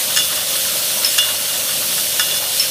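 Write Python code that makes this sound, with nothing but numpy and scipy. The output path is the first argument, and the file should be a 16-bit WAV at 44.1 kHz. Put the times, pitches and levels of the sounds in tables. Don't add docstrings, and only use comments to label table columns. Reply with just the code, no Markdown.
import sys
import numpy as np
from scipy import signal
from scipy.fft import rfft, irfft
from scipy.io import wavfile
from scipy.ndimage import uniform_filter1d

SR = 44100
rng = np.random.default_rng(int(sys.argv[2]) if len(sys.argv) > 2 else 0)


def unload_audio(sound):
    columns = np.transpose(np.atleast_2d(sound))
    steps = np.round(np.clip(columns, -1, 1) * 32767)
    wavfile.write(sys.argv[1], SR, steps.astype(np.int16))


N = 119070

# start_s, ring_db, knock_db, tilt_db (per octave, positive favours the treble), crack_db
COLLISIONS = [(.1625, -21.5, -19, 13, -22), (.1716, -18, -13.5, 3, -4.5), (.1872, -25, -50, 13, -25),
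              (.195, -15.5, -42, -3, -30), (.203, -21, -27, 3, -21), (0.2204, -19, -42, -5, -28),
              (.3576, -29.5, -35, 11, -19.5), (.553, -33, -23.5, 0, -36), (.65, -37, -30, -2, -36),
              (.9792, -48, -35, 2, -23), (1.1812, -33, -15.5, 19, -10), (1.1862, -9, -21, -5, -7.5),
              (1.226, -47, -25, 1, -36), (1.287, -26.5, -24.5, -4, -32), (1.495, -24, -42, -16, -36),
              (1.69, -27, -25.5, -8, -34), (1.978, -32, -22.5, -4, -39), (2.1960, -17.5, -11.5, 6, -9),
              (2.238, -28, -30, -4, -34), (2.2852, -21.5, -34, 0, -24), (2.312, -18.5, -37, -6, -34),
              (2.342, -22, -27, 4, -32), (2.364, -31, -46, 14, -32)]
# pitch_hz, level_db (within the ring), t60_s
GLASS_MODES = [(2856, -1.5, .27), (3459, 0, .28), (2885, -12, .1), (3410, -12, .1), (4490, -17, .1),
               (5170, -5, .075), (5310, -4, .075), (6660, -10, .07), (6760, -10, .08), (8520, -23, .06),
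               (10900, -27, .05)]
DAMPING_DB = -14
CONTACT_S = 0.0032


def bottles():
    glass, blows = np.zeros(N), np.zeros(N)
    for start_s, ring_db, knock_db, tilt_db, crack_db in COLLISIONS:
        glass[round(start_s * SR):] /= 1 + amp(ring_db - DAMPING_DB)
        add(glass, start_s, amp(ring_db) * ring(GLASS_MODES, 1, tilt_db))
        blow = amp(knock_db) * knock(0.96) + amp(crack_db) * crack(CONTACT_S)
        add(blows, start_s, blow)
    return glass + blows


# pitch_hz (before the pitch factor), level_db (relative)
KNOCK_MODES = [(950, -17), (1335, -8.5), (1530, -3.5), (1745, -6.5), (1810, -2.5), (2040, -10)]
KNOCK_T60_S = .07


def knock(pitch):
    modes = [(hz, level_db, KNOCK_T60_S) for hz, level_db in KNOCK_MODES]
    return ring(modes, pitch)


# pitch_hz, level_db (relative)
CRACK_COLOUR = [(400, -22.5), (1500, -4.5), (2300, -7.5), (3200, 0), (5500, -1), (7000, -5), (9000, -5.5),
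                (15000, -13)]


def crack(decay_s):
    t = np.arange(SR // 2) / SR
    rough = unit(colour(rng.standard_normal(len(t)), CRACK_COLOUR))
    return rough * np.exp(-t / decay_s)


RING_RISE_S = 0.00043


def ring(modes, pitch, tilt_db=0, split_hz=0):
    t = np.arange(SR // 2) / SR
    first_hz = modes[0][0]
    out = np.zeros(len(t))
    for hz, level_db, t60_s in modes:
        level = amp(level_db + tilt_db * np.log2(hz / first_hz))
        decay = np.exp(-np.log(1000) * t / t60_s)
        out += level * decay * np.sin(2 * np.pi * hz * pitch * t)
    rise = 1 - np.exp(-t / RING_RISE_S)
    beat = np.cos(np.pi * split_hz * t)
    return out * rise * beat


# start_s, level_db, pitch_hz, gap_hz (within each pair of modes), t60_s
PING_EVENTS = [(1.0462, -6.5, 5240, 45, 0.22), (2.5966, -8.5, 5329, 5.5, 0.29)]
# pitch_ratio, level_db (relative)
STEEL_MODES = [(0.998, 1), (1.012, -24), (1.763, -19), (2.008, -14), (2.38, -19)]
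SNAP_DB, SNAP_S = -8, 0.005
# start_s, length_s, level_db
AIR_PUFFS = [(1.038, 0.055, -27), (2.592, 0.073, -23)]
# pitch_hz, level_db (relative)
PUFF_COLOUR = [(500, -27), (1500, -5.5), (2900, 13), (4500, 0), (7000, -4), (11000, 2.5), (15000, -20)]


def filler():
    out = np.zeros(N)
    for start_s, level_db, pitch_hz, gap_hz, t60_s in PING_EVENTS:
        modes = [(ratio, mode_db, t60_s) for ratio, mode_db in STEEL_MODES]
        ping = ring(modes, pitch_hz, split_hz=gap_hz)
        snap = amp(SNAP_DB) * crack(SNAP_S)
        add(out, start_s, amp(level_db) * (ping + snap))
    for start_s, length_s, level_db in AIR_PUFFS:
        air = unit(colour(rng.standard_normal(N), PUFF_COLOUR))[:int(length_s * SR)]
        swell = signal.windows.tukey(len(air), .5)
        add(out, start_s, amp(level_db) * air * swell)
    return out


JOSTLE_PER_S, JOSTLE_DB, JOSTLE_SPREAD_DB = 45, -40.5, 3.5
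JOSTLE_KNOCK_DB, JOSTLE_CRACK_DB = 2.5, 7.5


def jostle(count=10):
    out = np.zeros(N)
    for _ in range(count):
        struck = rng.random(N) < JOSTLE_PER_S / count / SR
        strength = amp(JOSTLE_SPREAD_DB * np.minimum(rng.exponential(1, N), 3))
        pitch = 1 + .025 * rng.uniform(-0.564, 1)
        touch = ring(GLASS_MODES, pitch, tilt_db=-2)
        touch += amp(JOSTLE_KNOCK_DB) * knock(pitch)
        touch += amp(JOSTLE_CRACK_DB) * crack(CONTACT_S)
        out += signal.oaconvolve(struck * strength, touch)[:N]
    return amp(JOSTLE_DB) * out


# pitch_hz, density_db (per Hz)
HISS_DENSITY = [(20, -110), (1000, -90.5), (2200, -70), (2850, -60), (3550, -59.5), (3900, -63.5),
                (4480, -60), (4750, -62), (5150, -60), (6300, -60.5), (7200, -64), (8400, -59.5),
                (10000, -60), (10700, -60.5), (11200, -59.5), (12200, -64), (13500, -59), (14400, -63.5),
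                (15400, -63)]
# start_s, level_db
HISS_SWELL = [(0, 0.5), (.3, 0), (.45, -1.8), (.53, 0.9), (.8, .5), (1.0, .5), (1.1, 1.5), (1.25, -0.1),
              (1.42, -1), (1.6, 0), (1.8, -0.2), (1.97, 0.9), (2.15, 0.3), (2.35, -0.5), (2.47, -1.8),
              (2.56, 1), (2.7, -1)]
SPATTER_PER_S, SPATTER_DB = 250, -31
SPATTER_SPREAD_DB = -2
TREBLE_FROM_HZ, TREBLE_SWELL = 7500, 0.91


def spray():
    swell_db = np.interp(np.arange(N) / SR, *np.transpose(HISS_SWELL))
    landed = rng.random(N) < SPATTER_PER_S / SR
    strength = amp(SPATTER_SPREAD_DB * np.minimum(rng.exponential(1, N), 4))
    drops = signal.oaconvolve(landed * strength, crack(decay_s=0.00092))[:N]
    air = noise(HISS_DENSITY, patchy_db=1.2) + amp(SPATTER_DB) * unit(drops)
    high_pass = signal.butter(2, TREBLE_FROM_HZ, "high", fs=SR, output="sos")
    treble = signal.sosfiltfilt(high_pass, air)
    return amp(swell_db) * (air - treble) + amp(TREBLE_SWELL * swell_db) * treble


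# pitch_hz, width_hz, level_db (rms)
JET_WHISTLES = [(4030, 25, -41), (4250, 40, -43.5), (4380, 77, -40)]


def whistles():
    t = np.arange(N) / SR
    out = np.zeros(N)
    for pitch_hz, width_hz, level_db in JET_WHISTLES:
        wander = drift(width_hz / 2) + 1j * drift(width_hz / 2)
        out += amp(level_db) * (wander * np.exp(2j * np.pi * pitch_hz * t)).real
    return out


# pitch_hz, level_db (rms of the steady part), unsteadiness (share)
HUM_LINES = [(99.8, -54, .4), (145, -57, .6), (526.8, -41.5, .25), (551, -51, .4), (575, -48, .3),
             (602.3, -45.2, .3), (626, -46, .25), (827, -56.5, .5)]
WAVER_HZ = 3
# pitch_hz, density_db (per Hz)
BASS_DENSITY = [(5, -125), (22, -94), (35, -97), (55, -75.5), (120, -73.5), (165, -65.5), (270, -75),
                (450, -75.5), (2000, -110)]
# start_s, level_db
BASS_SWELL = [(0, -2), (.16, 4.5), (.4, 0.5), (.8, 2.5), (1.1, -2), (1.38, -1), (1.58, 2.5), (1.9, 5.5),
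              (2.2, -0.5), (2.5, 0), (2.62, 1.5)]
# pitch_hz, density_db (per Hz)
MACHINE_DENSITY = [(20, -100), (150, -79), (280, -70), (430, -71), (600, -64.5), (780, -68.5),
                   (1150, -67.5), (1450, -66), (1850, -70.5), (2150, -69), (4000, -87.5), (16000, -100)]


def drive():
    t = np.arange(N) / SR
    hum = np.zeros(N)
    for pitch_hz, level_db, unsteadiness in HUM_LINES:
        waver = np.sqrt(2) + unsteadiness * (drift(WAVER_HZ) + 1j * drift(WAVER_HZ))
        line = np.exp(2j * np.pi * (pitch_hz * t + rng.random()))
        hum += amp(level_db) * (waver * line).real
    bass_db = np.interp(t, *np.transpose(BASS_SWELL))
    bass = amp(bass_db) * noise(BASS_DENSITY, patchy_db=1)
    return hum + bass + noise(MACHINE_DENSITY, patchy_db=2.5)


# pitch_hz, t60_s
HALL_DECAY = [(100, 0.39), (1500, 1), (4000, 0.45), (15000, 0.1)]
HALL_DB = -19
NEAR_DB, NEAR_S = -12.5, .016


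def hall(x, count=8):
    hz, t, z = signal.stft(rng.standard_normal(SR), SR, nperseg=256)
    decay = np.exp(-np.log(1000) * t / read(HALL_DECAY, hz)[:, None])
    tail = signal.istft(z * decay, SR, nperseg=256)[1]
    response = amp(HALL_DB) * tail / np.linalg.norm(tail)
    for when, sign in rng.random((count, 2)):
        reflection = np.sign(sign - .5) * amp(NEAR_DB) / np.sqrt(count)
        add(response, .002 + when * NEAR_S, np.array([reflection]))
    return x + signal.fftconvolve(x, response)[:N]


def noise(points, patchy_db):
    frames = dict(nperseg=512, noverlap=384)
    _, _, z = signal.stft(rng.standard_normal(N), SR, **frames)
    patches = uniform_filter1d(rng.standard_normal(z.shape), size=7, axis=0)
    patches = unit(uniform_filter1d(patches, size=14, axis=1))
    x = signal.istft(z * amp(patchy_db * patches), SR, **frames)[1][:N]
    return colour(x, points) * np.sqrt(SR / 2)


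def drift(hz):
    low_pass = np.exp(-(np.fft.rfftfreq(N, 1 / SR) / hz) ** 2)
    return unit(irfft(rfft(rng.standard_normal(N)) * low_pass, N))


def colour(x, points):
    gain = amp(read(points, np.fft.rfftfreq(len(x), 1 / SR)))
    return irfft(rfft(x) * gain, len(x))


def read(points, hz):
    table_hz, value = np.transpose(points)
    return np.interp(np.log(hz + 1), np.log(table_hz + 1), value)


def add(mix, start_s, sound):
    part = mix[max(round(start_s * SR), 0):][:len(sound)]
    part += sound[:len(part)]


def amp(db):
    return 10 ** (np.asarray(db) / 20)


def unit(x):
    return x / np.sqrt(np.mean(x ** 2) + 1e-20)


def scene():
    struck = hall(bottles() + jostle() + filler())
    mono = struck + spray() + whistles() + drive()
    return np.array([mono, mono])


HEADROOM = .9
EDGE_HZ = 15380


def record(dry):
    held = dry / (1 + (dry / HEADROOM) ** 8) ** (1 / 8)
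    low_pass = signal.firwin(601, EDGE_HZ, window=("kaiser", 9), fs=SR)
    return signal.oaconvolve(held, low_pass[None], "same")


dry = scene()
out = record(dry)
unload_audio(out)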